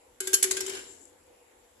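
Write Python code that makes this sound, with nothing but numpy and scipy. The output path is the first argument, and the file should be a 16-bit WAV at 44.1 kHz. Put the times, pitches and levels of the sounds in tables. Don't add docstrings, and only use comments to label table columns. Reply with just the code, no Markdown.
import sys
import numpy as np
from scipy import signal
from scipy.fft import rfft, irfft
from scipy.io import wavfile
from scipy.ndimage import uniform_filter1d

SR = 44100
rng = np.random.default_rng(int(sys.argv[2]) if len(sys.argv) > 2 else 0)


def store_wav(level_fs):
    pcm = np.round(np.clip(np.atleast_2d(level_fs), -1, 1) * 32767)
    wavfile.write(sys.argv[1], SR, pcm.T.astype(np.int16))


N = 79380

# (frequency [Hz], density [dB per Hz])
OUTDOOR_SPECTRUM = [(15, -29), (28, -8), (80, -4), (125, -14), (160, -22.5), (230, -7.5), (360, -1.5),
                    (440, -2), (490, 8), (580, -5.5), (870, -4), (1250, -13), (2000, -11.5), (4500, -20),
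                    (9000, -22), (14000, -17.5)]
# (frequency [Hz], likeness [0-1])
OUTDOOR_LIKENESS = [(60, 1), (290, .76), (640, 0.2), (1400, 0)]
# (time [s], crack level [dB], brightness [dB per octave], lingering ring [dB],
# shell modes [dB], hollow note [dB])
CONTACTS = [(0.2034, -6.5, 0, -4, 5, -35.5), (0.2720, -4, 0.4, -6, 3, -33.5),
            (0.3320, -0.5, 0.5, -8, 6.5, -23), (0.3403, 7, 3.5, -6.5, 1, -67),
            (0.3466, -14.5, -2.5, -14, -11, -39), (0.4265, 4, 1.6, -3.5, 0, -37),
            (0.4390, 4, -1.5, -3.5, -5, -29), (0.5100, 2.5, -1, -0.5, -8, -30.5),
            (0.5680, -5.5, -2, -8.5, 1, -34), (0.6056, -4.5, -1.5, -9.5, -6.5, -32),
            (0.663, -9.5, -1.5, -12, -1, -35), (0.6792, -13.5, -3, -4.5, -10, -29.5),
            (0.6950, -10.5, -1.5, -7, 2, -43.5), (0.7343, -18, -3, -34, -1, -35.5),
            (0.7505, -14.5, -3, -33, -5, -41.5), (0.77, -22.5, -3, -32, 14.5, -47),
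            (0.7903, -22, -4, -37, -7, -77)]
# (frequency [Hz], gain [dB])
SHELL_SPECTRUM = [(30, -56), (70, -36.5), (160, -39), (290, -5), (420, 1.5), (620, -12.5), (1000, -13.5),
                  (1550, -8.5), (1900, -7), (2400, -6.5), (4000, -7), (5500, -3), (9000, -4), (14000, -4.5)]
# (nominal frequency [Hz], level [dB], t60 [s])
SHELL_MODES = [(792, -44.5, 0.084), (1182, -44.5, .15), (1465, -43, 0.24), (1604, -34.5, 0.15),
               (2289, -37.5, .12), (3080, -35, 0.17), (3470, -38.5, .14), (5290, -47, .12),
               (6690, -35.5, 0.063), (7650, -58.5, 0.13)]
# (frequency [Hz], gain [dB], t60 [s])
BALCONY_TAIL = [(80, 19, 2.1), (170, 11.5, 1.7), (354, 5, 0.61), (694, 3.5, 1), (1474, 2, 0.67),
                (3000, 4, 0.62), (7000, -5, 0.79), (11180, -7.5, 0.88), (14000, -22.5, 0.33)]
# (frequency [Hz], gain of the side signal [dB])
BOUNCE_WIDTH = [(100, -9.5), (300, -9.5), (600, -0.5), (1200, 2), (5000, -0.5)]
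# (time [s], level [dB])
RUMBLE_LEVEL = [(0.38, -97), (0.45, -69.5), (0.62, -68), (0.8, -71.5), (0.95, -79), (1.1, -96)]
# (time [s], length [s], level [dB])
SCUFF_EVENTS = [(0.873, 0.13, -60), (0.95, .17, -62.5)]
# (time [s], level [dB])
LAST_KNOCKS = [(0.896, -53), (1.025, -54)]
# (frequency [Hz], gain [dB])
LEFT_PORT_RESPONSE = [(100, 4), (400, 2), (1100, 0.5), (2500, 1.5), (5800, 4.5), (6800, 9), (7350, 17),
                      (8000, 10.5), (8600, 3), (9500, 0), (10500, -14.5), (11300, -8.5), (12300, -12),
                      (14000, -11)]
# (frequency [Hz], gain [dB])
RIGHT_PORT_RESPONSE = [(100, 3), (400, -2), (1100, 2.5), (2500, 1.5), (5800, 1), (9000, 1), (10000, 5.5),
                       (10800, 11.5), (11500, 8), (12200, -0.5), (14000, -7.5)]

OUTDOORS_DB = -61.5
CLICK_DB, CLICK_GROWTH = -11.5, 0.38
SNAP_COUNT, SNAP_SPAN_S, SNAP_DB = 5, 0.0055, -8.5
MODE_DETUNE = 0.015
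RIB_COUNT, RIB_LOW_HZ, RIB_HIGH_HZ = 120, 998.4, 12544
RIB_T60_S, RIB_DB, RIB_SPREAD_DB = 0.13, -4.5, 3
BUZZ_RISE_S, BUZZ_T60_S, BUZZ_DB = 0.0045, 0.033, 1
WALLS_RISE_S, WALLS_T60_S, WALLS_DB = 0.0069, 0.48, -12.5
SPOT_RIPPLE_DB, SPOT_WIDTH_HZ = 5, 160
AIR_HZ, AIR_T60_S, AIR_RISE_S = 377.2, 0.85, 0.0045
AIR_BEND_HZ, AIR_WAVER_HZ, AIR_FLUTTER = 12, 2.3, 0.039
AIR_LEFT_DB, AIR_RIGHT_DB, AIR_ROOM_DB = -2, -4, -24
RUMBLE_LOW_HZ, RUMBLE_HIGH_HZ = 62, 131.8
RUMBLE_WIDTH = 0.8
ROLL_START_S, ROLL_END_S, ROLL_TICKS_PER_S = 0.65, 0.94, 1700
ROLL_DB, ROLL_FADE_DB_PER_S = -52.5, 69
SQUEAL_S, SQUEAL_LENGTH_S, SQUEAL_LEFT_DB, SQUEAL_RIGHT_DB = 0.855, 0.085, -61, -72
SQUEAL_HZ, SQUEAL_GLIDE_HZ, SQUEAL_WIDTH_HZ = 7290, 150, 45
SCUFF_LOW_HZ, SCUFF_TOP_HZ = 6350, 10260
SETTLE_HZ, SETTLE_T60_S, SETTLE_RISE_S = 340, 0.18, 0.0066
EDGE_HZ = 14350


def amp(db):
    return 10 ** (np.asarray(db) / 20)


def unit(x):
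    return x / np.sqrt(np.mean(x ** 2) + 1e-20)


def read(points, hz, axis=1):
    table = np.array(points, float)
    return np.interp(np.log(hz + 1), np.log(table[:, 0] + 1), table[:, axis])


def add(mix, s, sound):
    part = mix[:, round(s * SR):][:, :sound.shape[1]]
    part += sound[:, :part.shape[1]]


def colour(x, curve, size=4096):
    log_gain = np.log(amp(curve(abs(np.fft.fftfreq(size, 1 / SR)))))
    spectrum = np.exp(np.conj(signal.hilbert(log_gain)))
    taps = np.fft.ifft(spectrum).real[:size // 2]
    taps = taps.reshape((1,) * (x.ndim - 1) + (-1,))
    return signal.fftconvolve(x, taps, axes=-1)[..., :x.shape[-1]]


def drift(shape, size):
    once = uniform_filter1d(rng.standard_normal(shape), size=size)
    return unit(uniform_filter1d(once, size=size))


def outdoors(size=1024):
    hz = np.fft.rfftfreq(size, 1 / SR)
    frames = N // (size // 4) + 5
    a, b, c, d, patches = rng.standard_normal((frames, len(hz), 5)).T
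    patches = uniform_filter1d(patches, size=14, axis=0)
    patches = unit(uniform_filter1d(patches, size=16, axis=1))
    same = read(OUTDOOR_LIKENESS, hz)[:, None]
    left = a + 1j * b
    right = same * left + np.sqrt(1 - same ** 2) * (c + 1j * d)
    z = np.array([left, right]) * amp(1.6 * patches)
    noise = signal.istft(z, nperseg=size, noverlap=size - size // 4)[1][:, :N]
    gain = amp(read(OUTDOOR_SPECTRUM, np.fft.rfftfreq(N, 1 / SR)))
    return amp(OUTDOORS_DB) * unit(irfft(rfft(noise) * gain, N))


def burst(t, rise_s, t60):
    cloud = rng.standard_normal((2, len(t))) * (1 - np.exp(-t / rise_s)) * amp(-60 * t / t60)
    return cloud / np.linalg.norm(cloud, axis=1, keepdims=True)


def room_tail(size=256):
    hz, t, z = signal.stft(rng.standard_normal((2, SR)), SR, nperseg=size)
    decay = amp(-60 * t / read(BALCONY_TAIL, hz, axis=2)[:, None])
    tail = signal.istft(z * decay, SR, nperseg=size)[1][:, :SR]
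    tail *= 1 - np.exp(-np.arange(SR) / SR / 0.021)
    return colour(tail / np.linalg.norm(tail[0]), lambda hz: read(BALCONY_TAIL, hz))


def wall_snaps(t, crack_db):
    snaps = np.zeros((2, len(t)))
    snaps[:, round(0.0005 * SR)] = amp(CLICK_DB + CLICK_GROWTH * crack_db)
    for side in snaps:
        at = (np.arange(SNAP_COUNT) + rng.random(SNAP_COUNT)) * SNAP_SPAN_S / SNAP_COUNT
        side[(at * SR).astype(int)] += amp(SNAP_DB) * rng.choice([-1, 1], SNAP_COUNT)
    return snaps


def shell_ring(t):
    ring = np.zeros((2, len(t)))
    for hz, db, t60 in SHELL_MODES:
        shifted_hz = hz * (1 + MODE_DETUNE * rng.uniform(-1, 1))
        wave = np.sin(2 * np.pi * (shifted_hz * t + rng.random((2, 1))))
        ring += amp(db - 60 * t / t60) * wave
    return ring


def rib_ring(t, rib_hz):
    strength = amp(RIB_SPREAD_DB * rng.standard_normal((RIB_COUNT, 1)))
    phase = rng.random((2, RIB_COUNT))
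    waves = strength * np.exp(2j * np.pi * rib_hz[:, None] * t)
    ring = (np.exp(2j * np.pi * phase) @ waves).real * amp(-60 * t / RIB_T60_S)
    return ring / np.linalg.norm(ring, axis=1, keepdims=True)


def contact(crack_db, tilt_db, ring_db, modes_db, rib_hz):
    t = np.arange(SR // 5) / SR
    shell = wall_snaps(t, crack_db) + amp(modes_db) * shell_ring(t)
    shell += amp(RIB_DB) * rib_ring(t, rib_hz)
    shell += amp(BUZZ_DB) * burst(t, BUZZ_RISE_S, BUZZ_T60_S)
    walls = amp(WALLS_DB) * burst(t, WALLS_RISE_S, WALLS_T60_S)
    sound = amp(ring_db) * room_tail()
    add(sound, 0, amp(crack_db) * (shell + walls))
    spot_hz = np.arange(128) * SPOT_WIDTH_HZ
    spot_db = SPOT_RIPPLE_DB * rng.standard_normal(len(spot_hz)) * np.minimum(spot_hz / 2000, 1)

    def curve(hz):
        tilt = tilt_db * np.log2(np.clip(hz, 1200, 14000) / 5000)
        return read(SHELL_SPECTRUM, hz) + np.interp(hz, spot_hz, spot_db) + tilt

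    return colour(sound, curve)


def bounces():
    out = np.zeros((2, N))
    place = (np.arange(RIB_COUNT) + rng.random(RIB_COUNT)) / RIB_COUNT
    rib_hz = RIB_LOW_HZ + (RIB_HIGH_HZ - RIB_LOW_HZ) * place ** 1.3
    for s, crack_db, tilt_db, ring_db, modes_db, _ in CONTACTS:
        add(out, s, contact(crack_db, tilt_db, ring_db, modes_db, rib_hz))
    mid = out.mean(0)
    side = colour((out[0] - out[1]) / 2, lambda hz: read(BOUNCE_WIDTH, hz))
    return np.array([mid + side, mid - side])


def hollow_note():
    t = np.arange(N) / SR
    level, bend = np.zeros(N), np.zeros(N)
    for s, *_, note_db in CONTACTS:
        age = t[t >= s] - s
        level[t >= s] = amp(note_db - 60 * age / AIR_T60_S)
        bend[t >= s] = np.exp(-age / 0.013)
    keep = np.exp(-1 / (AIR_RISE_S * SR))
    smooth_level = signal.lfilter([1 - keep], [1, -keep], level)
    hz = AIR_HZ + AIR_BEND_HZ * bend + AIR_WAVER_HZ * drift(N, size=500)
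    flutter = 1 + AIR_FLUTTER * drift(N, size=400)
    note = smooth_level * flutter * np.sin(2 * np.pi * np.cumsum(hz) / SR)
    echo = signal.fftconvolve(note[None], room_tail(), axes=1)[:, :N]
    return note * amp([[AIR_LEFT_DB], [AIR_RIGHT_DB]]) + amp(AIR_ROOM_DB) * echo


def rumble():
    band = signal.butter(2, [RUMBLE_LOW_HZ, RUMBLE_HIGH_HZ], "bandpass", fs=SR, output="sos")
    noise = rng.standard_normal(N) + RUMBLE_WIDTH * rng.standard_normal((2, N))
    level = amp(np.interp(np.arange(N) / SR, *np.transpose(RUMBLE_LEVEL)))
    return unit(signal.sosfilt(band, noise)) * amp([[1.5], [-3.5]]) * level


def roll():
    t = np.arange(N) / SR
    struck = rng.random(N) < ROLL_TICKS_PER_S / SR
    ticks = unit(rng.standard_normal((2, N)) * struck)
    stop = np.clip((ROLL_END_S - t) / 0.066, 0, 1)
    fade = amp(ROLL_DB - ROLL_FADE_DB_PER_S * np.maximum(t - ROLL_START_S, 0))
    ticks *= (t > ROLL_START_S) * stop * fade
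    buzz = burst(t[:SR // 4], BUZZ_RISE_S, BUZZ_T60_S)
    rung = signal.fftconvolve(ticks, buzz, axes=1)[:, :N]
    return colour(rung, lambda hz: read(SHELL_SPECTRUM, hz))


def squeal():
    u = np.arange(0, 1, 1 / (SQUEAL_LENGTH_S * SR))
    wander = unit(uniform_filter1d(rng.standard_normal(len(u)), size=100))
    hz = SQUEAL_HZ + SQUEAL_GLIDE_HZ * u ** 2 + SQUEAL_WIDTH_HZ * wander
    whistle = np.sqrt(np.sin(np.pi * u)) * np.sin(2 * np.pi * np.cumsum(hz) / SR)
    out = np.zeros((2, N))
    add(out, SQUEAL_S, amp([[SQUEAL_LEFT_DB], [SQUEAL_RIGHT_DB]]) * whistle)
    return out


def scuffs():
    out = np.zeros((2, N))
    treble = signal.butter(2, [SCUFF_LOW_HZ, SCUFF_TOP_HZ], "bandpass", fs=SR, output="sos")
    for s, length, db in SCUFF_EVENTS:
        u = np.arange(0, 1, 1 / (length * SR))
        noise = signal.sosfilt(treble, rng.standard_normal((2, len(u))))
        grit = unit(noise * amp(2.8 * drift(len(u), size=120)))
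        add(out, s, amp([[db], [db - 5]]) * np.sin(np.pi * u) * grit)
    return out


def settle():
    t = np.arange(SR // 4) / SR
    out = np.zeros((2, N))
    knock = np.minimum(t / SETTLE_RISE_S, 1) * np.sin(2 * np.pi * SETTLE_HZ * t)
    for s, db in LAST_KNOCKS:
        add(out, s, amp(db - 60 * t / SETTLE_T60_S) * knock * amp([[0], [-3]]))
    return out


def scene():
    bottle = bounces() + hollow_note() + rumble() + roll() + squeal() + scuffs() + settle()
    return outdoors() + bottle


def record(dry):
    left = colour(dry[0], lambda hz: read(LEFT_PORT_RESPONSE, hz))
    right = colour(dry[1], lambda hz: read(RIGHT_PORT_RESPONSE, hz))
    low_pass = signal.firwin(255, EDGE_HZ, window=("kaiser", 9), fs=SR)
    return signal.oaconvolve(np.array([left, right]), low_pass[None], "same")


dry = scene()
out = record(dry)
store_wav(out)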